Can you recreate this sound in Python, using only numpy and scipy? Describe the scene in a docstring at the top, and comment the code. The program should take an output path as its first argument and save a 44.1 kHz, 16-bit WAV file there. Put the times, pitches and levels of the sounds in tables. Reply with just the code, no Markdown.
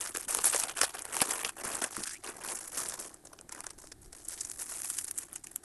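"""A plastic noodle packet, close to the microphone in a field, is torn open, emptied over a pot and folded up.
Every crease that buckles gives a bright tick of the film and a duller knock of the hollow pouch.
Big snaps stand out of a dense crinkle made of countless small buckles; the parting film squeals, a gliding
resonance driven by tiny jerks, and the noodle block thuds in the pouch. Under it a pot simmers in soft low blips,
the stove and open air murmur as coloured noise, and a breeze brushes the microphone as noise of the lowest bass."""
import sys
import numpy as np
from scipy import signal
from scipy.fft import rfft, irfft, next_fast_len
from scipy.io import wavfile
from scipy.ndimage import uniform_filter1d

SR = 44100
rng = np.random.default_rng(int(sys.argv[2]) if len(sys.argv) > 2 else 0)


def materialize(psi):
    """Save the field psi as 16-bit PCM at rate SR to the path in sys.argv[1].

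    A 1-D psi becomes a single channel; in a 2-D psi each row is a channel.
    """
    bounded = np.clip(np.atleast_2d(psi).T, -1, 1)
    quanta = np.round(bounded * 32767).astype(np.int16)
    wavfile.write(sys.argv[1], SR, quanta)


N = 248724  # samples, 5.64 s

# The packet rings higher when taut and lower when slack: t/s, film f/Hz, pouch f/Hz
TAUTNESS_CURVE = [(0, 8800, 1480), (.5, 9030, 1480), (.8, 8400, 1490), (1.2, 9700, 1370), (1.8, 8350, 1260),
                  (2.1, 7200, 1490), (2.45, 8400, 1034), (2.95, 8200, 1110), (3.35, 7550, 620),
                  (3.6, 7630, 1150), (3.9, 7600, 600), (4.4, 8000, 1280), (4.9, 9760, 1570),
                  (5.6, 8900, 1170)]


def packet():
    """Snaps and crinkle, radiated by the film and by the pouch, each with its own colour and its own echo."""
    # how the film radiates: f/Hz, level/dB
    film_colour = [(300, -2.5), (1800, 9.5), (2800, -0.5), (4000, -2.5), (5500, -2), (7000, -2), (8500, 0),
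                   (10300, 2), (11500, -0.5), (13000, -33.5)]
    # how the hollow pouch radiates: f/Hz, level/dB
    pouch_colour = [(40, 2.5), (130, -7), (220, -1), (320, -1), (500, -1.5), (800, -2), (1200, -1),
                    (1650, -1.5), (2150, -5), (2800, -1), (3700, -1), (5500, 5.5), (12000, -32)]
    snap_film, snap_pouch = snaps()
    fine_film, fine_pouch = crinkle(per_s=430, size_db=1.5, own_db=3.0, even_s=0.017, count=4500)
    film = coloured(snap_film + fine_film, film_colour)
    pouch = coloured(snap_pouch + fine_pouch, pouch_colour)
    film = outdoors(film, ground_db=-25.5, far_db=-30, far_t60=0.065)
    pouch = outdoors(pouch, ground_db=-37, far_db=-14, far_t60=0.039)
    return film + pouch


def snaps():
    """Big buckles: the film ticks, the pouch knocks and rings longer, with a crack that grows with the knock."""
    # snaps that stand out of the crinkle, levels ahead of the packet's colour:
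    # t/s, film level/dB over 1 ms, pouch level/dB over 1 ms, pouch f/Hz, share of the energy in the noise burst/0-1
    snap_table = [(.0125, -24, -52, 1480, 0.26), (.0608, -33, -31.5, 2370, .07),
                  (.1497, -29.5, -29.5, 1520, 0.7), (.161, -34, -28.5, 2080, 0),
                  (.1712, -21, -31.5, 1220, 0), (.21, -30.5, -43, 2150, 0), (.2948, -32, -32.5, 1470, .4),
                  (.3088, -21, -36, 1380, 0.7), (.3486, -15, -25, 1510, 0), (.371, -23, -44, 1590, 0),
                  (.3884, -40, -24, 1040, 0.05), (.4435, -14, -25, 1860, 0.44), (.4578, -20, -45, 2260, 1),
                  (.529, -22.5, -28.5, 1350, 0.6), (.5362, -38, -22, 1500, 0.4),
                  (.5466, -19.5, -20, 1060, 0.73), (.5626, -16, -25.5, 1280, .4),
                  (.5995, -16.5, -31, 1920, 0.5), (.6263, -29, -31.5, 1600, 0.4),
                  (.637, -19.5, -25, 1520, 0.46), (.6963, -29, -31, 1590, 0),
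                  (.7726, -29, -28.5, 1950, 0.6), (.8149, -7.5, -13.5, 1640, 0.08),
                  (.833, -19.5, -17, 1240, 0.4), (.8412, -20, -23.5, 1530, 0.22),
                  (.8474, -24, -29, 2350, 1), (.951, -32, -29, 1300, 0.7), (.9922, -28.5, -39, 1920, 0.2),
                  (1.0213, -28, -52, 1500, 0.4), (1.053, -30, -32, 1020, 0.1), (1.145, -36, -29, 1290, 0.2),
                  (1.1675, -21, -26.5, 1490, 0), (1.2052, -30, -23, 1950, 0.08),
                  (1.2172, -8, -16, 1570, 0.3), (1.2229, -19, -23, 1310, 1),
                  (1.3097, -17.5, -25.5, 2040, 0.4), (1.4484, -26.5, -19.5, 2100, 0.3),
                  (1.4927, -26, -28.5, 2160, 0.2), (1.753, -23, -33, 1490, 0.7),
                  (1.8187, -25.5, -26.5, 950, .4), (1.8411, -20.5, -23, 1420, 0.72),
                  (1.9669, -28, -26.5, 1590, 0), (2.0372, -23.5, -51, 1900, 0.5),
                  (2.074, -26.5, -33, 1930, 0.7), (2.2437, -35, -57, 1550, 0),
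                  (2.3688, -37, -51, 1280, 0.3), (2.4484, -30, -31.5, 1080, 0.5),
                  (2.5553, -27.5, -55, 1160, 0.7), (2.6787, -28.5, -45, 1370, 0.8),
                  (2.777, -29, -50, 1310, 0.1), (2.7903, -25, -52, 1460, 1), (2.8876, -25, -55, 1410, 0.1),
                  (2.8971, -28, -50, 1025, 0.3), (2.9222, -35, -34.5, 1430, 0.1),
                  (2.9399, -28, -34, 1230, 0.7), (3.0007, -28.5, -55, 1870, .6),
                  (3.1432, -37, -47, 1030, .2), (3.2542, -38.5, -45, 1090, 1), (3.272, -39, -51, 990, 0.5),
                  (3.3327, -40, -40, 1010, 0.7), (3.3897, -40.5, -42.5, 1690, 0.06),
                  (3.4118, -38.5, -47, 1120, 0), (3.4937, -35, -40.5, 1670, .15),
                  (3.5239, -29, -35.5, 1650, 0.7), (3.5494, -37, -37.5, 1200, 0.1),
                  (3.6058, -30, -37.5, 1900, 0), (3.6414, -36, -35.5, 1080, .9),
                  (3.6673, -27.5, -33.5, 1260, 0.07), (3.7058, -33.5, -41.5, 1410, .4),
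                  (3.839, -54, -46, 1210, 0), (3.872, -41.5, -54, 1400, 0), (3.9209, -33, -46, 840, .8),
                  (4.1294, -37, -61, 920, 0.14), (4.2514, -35, -54, 860, 1),
                  (4.2859, -24.5, -63, 1760, 0.3), (4.4106, -21, -46, 1590, 0.76),
                  (4.4498, -26.5, -43.5, 2220, .3), (4.4995, -29, -48, 1430, 0),
                  (4.5157, -28, -57, 1430, 0.2), (4.719, -34, -38.5, 1440, 1),
                  (4.8189, -26.5, -50, 1750, 0), (4.8464, -26, -34, 1650, .95),
                  (4.9016, -21, -35.5, 2090, 0.74), (4.987, -20, -35, 2320, 0.7),
                  (5.0447, -25, -47, 1480, 0.55), (5.0824, -26.5, -41, 1830, 0.94),
                  (5.1119, -21, -64, 1570, 0.08), (5.1787, -24, -59, 1800, 0.14),
                  (5.1861, -21, -39.5, 1400, 0.65), (5.33, -30, -46, 1560, 0.2),
                  (5.36, -26.5, -37.5, 2020, 0.4), (5.4426, -32, -45, 1740, 1),
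                  (5.47, -33.5, -40, 1710, 0.16), (5.5158, -37.5, -49, 1400, 0.5),
                  (5.5603, -18.5, -41, 2400, 0.02)]
    s, film_db, pouch_db, pouch_hz, share = np.transpose(snap_table)
    # the snaps scatter about the film pitch; the spread is a frequency ratio in dB
    film_hz = in_time(TAUTNESS_CURVE)[0][(s * SR).astype(int)]
    film_hz = film_hz * from_db(rng.normal(0, 0.76, len(s)))
    one_ms = np.sqrt(SR / 1000)  # spreads the level over 1 ms
    tick = facets(film_hz, below=0.42, above=0.43, q=4.94, count=4, size=128)
    knock = facets(pouch_hz, below=1.305, above=0.74, q=4.25, count=4, size=800)
    crack = facets(pouch_hz * 2.2, below=1.0, above=1.0, q=2.12, count=2, size=256)  # an overtone of the pouch
    crack_db = 1.35 * pouch_db + 2.5  # the crack grows faster than the knock
    blurred = np.clip(share, 0, 1) ** 0.51  # the pouch has more of its energy in the burst
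    film = buckles(s, one_ms * from_db(film_db), tick, 0.053 + share, rise_s=0.0042, fall_s=0.0043)
    pouch = buckles(s, one_ms * from_db(pouch_db), knock, blurred, rise_s=0.0024, fall_s=0.0032)
    pouch += buckles(s, one_ms * from_db(crack_db), crack, blurred, rise_s=0.00045, fall_s=0.0048)
    return film, pouch


def crinkle(per_s, size_db, own_db, even_s, count):
    """Countless small buckles of very unequal size; they come faster the harder the packet is worked."""
    film_db, pouch_db = handling()
    film_hz, pouch_hz = in_time(TAUTNESS_CURVE)
    at = rng.integers(0, N, count)
    rate = per_s * from_db(.3 * (film_db[at] + 41.0))  # per_s holds where the film is worked at -41 dB
    born = rng.random(count) < rate * N / SR / count
    size = size_db * np.minimum(rng.exponential(1, count), 4)
    own = own_db * rng.standard_normal((2, count))  # film and pouch differ
    film_size, pouch_size = born * from_db(size + own)
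    share = rng.random(count) ** 0.38
    # every crease has a pitch of its own
    film_hz = film_hz[at] * from_db(rng.normal(0, 0.63, count))
    pouch_hz = pouch_hz[at] * from_db(rng.normal(0, 2.4, count))
    ticks = facets(film_hz, below=0.51, above=0.58, q=3.95, count=3, size=128)
    knocks = facets(pouch_hz, below=1.77, above=0.94, q=4.25, count=4, size=512)
    film = buckles(at / SR, film_size, ticks, share, rise_s=0.0013, fall_s=0.0048)
    pouch = buckles(at / SR, pouch_size, knocks, share, rise_s=0.0013, fall_s=0.0037)
    return from_db(film_db) * evened(film, even_s), from_db(pouch_db) * evened(pouch, even_s)


def handling():
    """How loudly the film and the pouch crinkle under the fingers, in dB ahead of the packet's colour."""
    # each squeeze or pull sets off a run of fine crinkle: first working at the seam and pulling it open,
    # from 2.2 s peeling it back and sliding the noodles out, from 3.8 s putting it down, then folding:
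    # start t/s, length/s, swell from start to end/dB, film level/dB, pouch level/dB
    squeezes = [ (0, 0.1, -4.5, -39.5, -45), (0.138, 0.11, -6, -42.5, -51), (0.277, 0.16, -6, -35.5, -44),
                (0.441, 0.032, -1, -29, -35), (0.498, 0.11, 4.5, -35, -43.5), (0.605, 0.1, 5, -43.5, -43.5),
                (0.751, 0.039, 8, -39.5, -41), (0.813, 0.039, -3, -36, -39), (0.847, 0.049, 1, -43.5, -47),
                (0.933, 0.084, -7, -48, -46), (1.029, 0.095, 7, -50, -49.5),
                (1.118, 0.15, -1, -36.5, -41.5), (1.275, 0.079, 0.5, -35.5, -38.5),
                (1.367, 0.11, -0.5, -38.5, -41), (1.56, 0.078, 8, -45.5, -45),
                (1.634, 0.16, -5.5, -39, -41), (1.813, 0.037, 0, -36, -36.5),
                (1.901, 0.12, 4, -43.5, -48.5), (2.021, 0.12, 0.5, -42, -63), (2.227, 0.069, 6, -45, -43.5),
                (2.324, 0.11, 8, -52.5, -50.5), (2.428, 0.094, 9, -40, -44.5),
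                (2.537, 0.16, -8.5, -44, -51.5), (2.712, .05, 8, -42.5, -49.5),
                (2.765, 0.19, -15, -39.5, -47.5), (2.973, 0.11, -8, -43.5, -50),
                (3.096, 0.069, -5.5, -59.5, -60), (3.25, 0.14, -3, -67.5, -67),
                (3.506, 0.087, 8.5, -55.5, -52.5), (3.65, 0.074, 3, -59, -59),
                (3.776, 0.11, -8.5, -53.5, -63), (4.012, .05, -4, -56, -67), (4.12, 0.17, -7, -54, -63),
                (4.275, 0.062, 6.5, -43.5, -58), (4.362, 0.3, -5.5, -48, -62.5),
                (4.575, 0.043, 10, -39, -53.5), (4.64, 0.061, 1, -45, -58), (4.686, 0.12, -0.5, -39.5, -53),
                (4.826, 0.19, -1, -39, -61), (5.036, 0.068, -7, -47.5, -61), (5.125, .11, 9.5, -48.5, -60),
                (5.276, 0.068, 2, -57.5, -60), (5.327, 0.037, 5.5, -49, -67), (5.44, 0.051, 0, -57.5, -69),
                (5.497, .075, 3, -60, -69), (5.627, .02, 3, -51.5, -58)]
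    start, length, swell_db, film_db, pouch_db = np.transpose(squeezes)
    return strokes(start, length, swell_db, film_db), strokes(start, length, swell_db, pouch_db)


def strokes(start, length, swell_db, level_db):
    """Level in dB of hand movements: each takes hold quickly, swells or sags, is let go and leaves a faint tail."""
    grip_s, let_go_db_per_s = .009, 439.5
    relax_db, relax_db_per_s = -19, 33  # the creases go on relaxing, this much softer, and slowly come to rest
    t = np.arange(0, N, 32) / SR
    age = t - start[:, None]
    length = np.maximum(length, .005)[:, None]
    since = np.maximum(age - length, 0)
    held_db = level_db[:, None] + swell_db[:, None] * (np.clip(age / length, 0, 1) - .5)
    fade_db = np.maximum(-let_go_db_per_s * since, relax_db - relax_db_per_s * since)
    gain = np.clip(age / grip_s, 0, 1) * from_db(held_db + fade_db)
    loudest = np.max(gain ** 2, axis=0)
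    return np.interp(np.arange(N) / SR, t, 10 * np.log10(loudest + 1e-12))


def buckles(s, gains, rings, share, rise_s, fall_s):
    """Each buckle is one sharp jump in a short two-sided burst of noise; both excite its ring."""
    lead = SR // 200  # 5 ms of burst ahead of the jump
    t = np.arange(-lead, 2 * lead) / SR
    envelope = np.exp(np.where(t < 0, t / rise_s, -t / fall_s)).astype(np.float32)
    drive = rng.standard_normal((len(s), len(t)), np.float32) * envelope
    share = np.clip(share, .02, .98)  # of the energy, in the burst
    drive *= (np.sqrt(share) / np.linalg.norm(drive, axis=1))[:, None]
    drive[:, lead] += np.sqrt(1 - share)  # the sharp jump
    sounds = signal.fftconvolve(drive, rings, axes=1)
    sounds = sounds * (gains / np.linalg.norm(sounds, axis=1))[:, None]
    at = (s * SR).astype(int)[:, None] + np.arange(sounds.shape[1])
    return np.bincount(np.maximum(at, 0).ravel(), sounds.ravel(), N + lead)[lead:N + lead]


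def facets(hz, below, above, q, count, size):
    """One short ring per pitch, of energy 1: a few modes, from some octaves below it to some above, swell and die."""
    place = rng.random((len(hz), count))
    strength = rng.random((len(hz), count)) - .5
    octaves = (below + above) * (np.arange(count) + place) / count - below
    modes = hz[:, None] * 2 ** octaves
    # either sign, never silent, stronger towards the high modes
    strength = np.sign(strength) * (0.11 + np.abs(strength)) * modes / hz[:, None]
    rings = np.zeros((len(hz), size), np.float32)
    for k in range(count):
        step = (2 * np.pi * modes[:, k, None] / SR).astype(np.float32)
        turn = step * np.arange(size, dtype=np.float32)
        swell_and_die = turn * np.exp(-turn / np.float32(q))
        rings += strength[:, k, None].astype(np.float32) * np.sin(turn) * swell_and_die
    return rings / np.sqrt(np.sum(rings ** 2, axis=1, keepdims=True))


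def outdoors(x, ground_db, far_db, far_t60):
    """A weak bounce off the ground and a faint scatter from the things standing around."""
    t = np.arange(SR // 3) / SR
    scatter = rng.standard_normal(len(t)) * from_db(-60 * t / far_t60) * (t > .008)
    response = from_db(far_db) * scatter / np.linalg.norm(scatter)
    response[int(.0078 * SR)] += from_db(ground_db)  # the bounce comes 7.8 ms late
    return x + signal.fftconvolve(x, response)[:N]


def tearing():
    """The stretched film squeals as it parts, and a strip runs off the top."""
    # the strip rises as it shortens: t/s, f/Hz, level/dB
    rip = [(2.02, 1250, -92), (2.06, 1520, -44), (2.12, 1660, -53), (2.145, 1960, -49), (2.175, 2560, -55),
           (2.19, 2700, -100)]
    # the squeal of the stretched film: t/s, f/Hz, level/dB
    squeal = [(.445, 10000, -80), (.456, 10200, -17.5), (.465, 10100, -27), (.475, 9800, -23),
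              (.487, 8700, -35), (.493, 7400, -38), (.497, 8350, -31), (.502, 8400, -22.5),
              (.51, 8300, -75)]
    return tear(rip, width_hz=260, per_s=280) + tear(squeal, width_hz=580, per_s=4500)


def tear(curve, width_hz, per_s):
    """A tear advances in tiny jerks that excite a gliding resonance of the film."""
    hz, level_db = in_time(curve)
    turn = np.exp(2j * np.pi * np.cumsum(hz) / SR)
    jerks = (rng.random(N) < per_s / SR) * rng.standard_normal(N) + 1e-9
    # resonate at 0 Hz, then shift up to the gliding pitch
    ring = turn * signal.lfilter([1], [1, -np.exp(-np.pi * width_hz / SR)], jerks / turn)
    return from_db(level_db) * evened(ring.real, 0.0066)


def block(q, count):
    """The noodle block catches and slips against the pouch: many soft, low thuds."""
    # the dry block slides inside the pouch: start t/s, length/s, swell/dB, level/dB, f/Hz
    slides = [(.25, 0.5, -7, -62, 333), (1.193, 0.05, 0, -59, 380), (1.638, 0.13, -1, -50.5, 405),
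              (1.97, 0.035, -4, -46.5, 296), (2.247, 0.28, 0, -56.5, 530), (2.77, 0.33, -8, -56.5, 570),
              (3.22, 0.38, -1, -63, 397)]
    start, length, swell_db, level_db, hz = np.transpose(slides)
    s = rng.random(count) * N / SR
    latest = np.maximum(np.searchsorted(start, s) - 1, 0)
    pitches = hz[latest] * from_db(rng.normal(0, 2.14, count))
    thuds = facets(pitches, below=1.0, above=0.99, q=q, count=2, size=1400)
    sizes = from_db(rng.normal(0, 7, count))
    bumps = buckles(s, sizes, thuds, np.full(count, .3), rise_s=0.00075, fall_s=0.0013)
    return from_db(strokes(start, length, swell_db, level_db)) * evened(bumps, 0.034)


def thumps():
    """A tug or a touch jolts the whole packet, which rings low for a few cycles."""
    # dull thumps: t/s, level/dB over 1 ms, f/Hz
    jolts = [(0.15, -32.5, 300), (.174, -36.5, 333), (0.369, -33, 360), (0.39, -41, 397), (0.445, -40, 243),
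             (0.551, -32, 400), (.818, -31, 295), (1.219, -22, 362), (1.82, -31.5, 320),
             (1.978, -32.5, 294), (2.01, -42.5, 250), (3.053, -43, 376), (3.842, -43.5, 393),
             (3.916, -49, 348), (4.058, -54, 360), (4.134, -50, 370)]
    s, level_db, hz = np.transpose(jolts)
    one_ms = np.sqrt(SR / 1000)
    rings = facets(hz, below=0.16, above=0.62, q=3.36, count=3, size=1800)
    return buckles(s, one_ms * from_db(level_db), rings, np.full(len(s), .3), rise_s=.001, fall_s=0.0045)


def simmer(level_db, hz, q, count):
    """Bubbles in the simmering pot: soft low blips that merge into a steady murmur."""
    blips = facets(hz * from_db(rng.normal(0, 0.8, count)), below=0.12, above=0.016, q=q, count=1, size=2000)
    s = rng.random(count) * N / SR
    sizes = from_db(rng.normal(0, 3.2, count))
    bubbling = buckles(s, sizes, blips, np.full(count, .1), rise_s=0.00026, fall_s=0.0059)
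    return from_db(level_db) * evened(bubbling, 0.087)


def stove_and_air(level_db):
    """The murmur of the fire and the open air: steady noise with a fixed colour."""
    # colour ahead of the overall level: f/Hz, relative level/dB per Hz
    air_colour = [(25, -10), (76, 1), (140, -0.5), (230, -3.5), (350, -31), (450, -15), (570, -13.5),
                  (780, -5), (1000, -19), (1640, -12.5), (2610, -24), (3700, -20.5), (6100, -21),
                  (11000, -16)]
    return from_db(level_db) * rms_one(coloured(rng.standard_normal(N), air_colour))


def breeze_on_microphone():
    """Moving air brushes the microphone: low noise that swells and fades."""
    # strength of the breeze: t/s, level/dB
    gusts = [(0, -64), (1.5, -69), (3.3, -68), (3.95, -60.5), (4.03, -48.5), (4.16, -63), (4.6, -64),
             (5.64, -74)]
    return from_db(in_time(gusts)[0]) * low_noise(hz=57)


def low_noise(hz):
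    """Noise below a frequency, rms 1."""
    lowpass = signal.butter(2, hz, fs=SR, output="sos")
    return rms_one(signal.sosfilt(lowpass, rng.standard_normal(N + SR))[SR:])  # drop the filter's first second


def coloured(x, points):
    """Shape a sound with a smooth (Hz, dB) spectrum."""
    hz, db = np.transpose(points)
    size = next_fast_len(N + 4096)
    bins = np.maximum(np.fft.rfftfreq(size, 1 / SR), 1)
    gain = from_db(np.interp(np.log(bins), np.log(hz), db))
    return irfft(rfft(x, size) * gain, size)[:N]


def evened(x, seconds):
    """Hold the slow level near rms 1 and keep the grain."""
    size = max(int(seconds * SR), 64)
    power = uniform_filter1d(uniform_filter1d(x ** 2, size), size)
    return x / np.sqrt(np.abs(power) + 1e-9)


def in_time(rows):
    """The columns of a curve at every sample."""
    s, *columns = np.transpose(rows)
    return [np.interp(np.arange(N) / SR, s, c) for c in columns]


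def rms_one(x):
    """Scale to rms 1."""
    return x / np.sqrt(np.mean(x ** 2) + 1e-20)


def from_db(db):
    """Decibels to gain."""
    return 10 ** (np.asarray(db) / 20)


def scene():
    """The packet over the simmering pot, the stove's murmur and the breeze."""
    noodles = block(q=1.9, count=600) + thumps()
    pot = simmer(level_db=-64.0, hz=343.5, q=7.9, count=900)
    background = pot + stove_and_air(level_db=-62.5) + breeze_on_microphone()
    return (packet() + tearing() + noodles + background)[None]


def record(dry):
    """The hardest peaks are rounded and the top is cut steeply."""
    top, cutoff_hz = .42, 11900  # top is the ceiling of the rounding
    rounded = top * np.tanh(dry / top)
    return signal.sosfilt(signal.cheby1(12, .3, cutoff_hz, fs=SR, output="sos"), rounded)


dry = scene()
out = record(dry)
materialize(out)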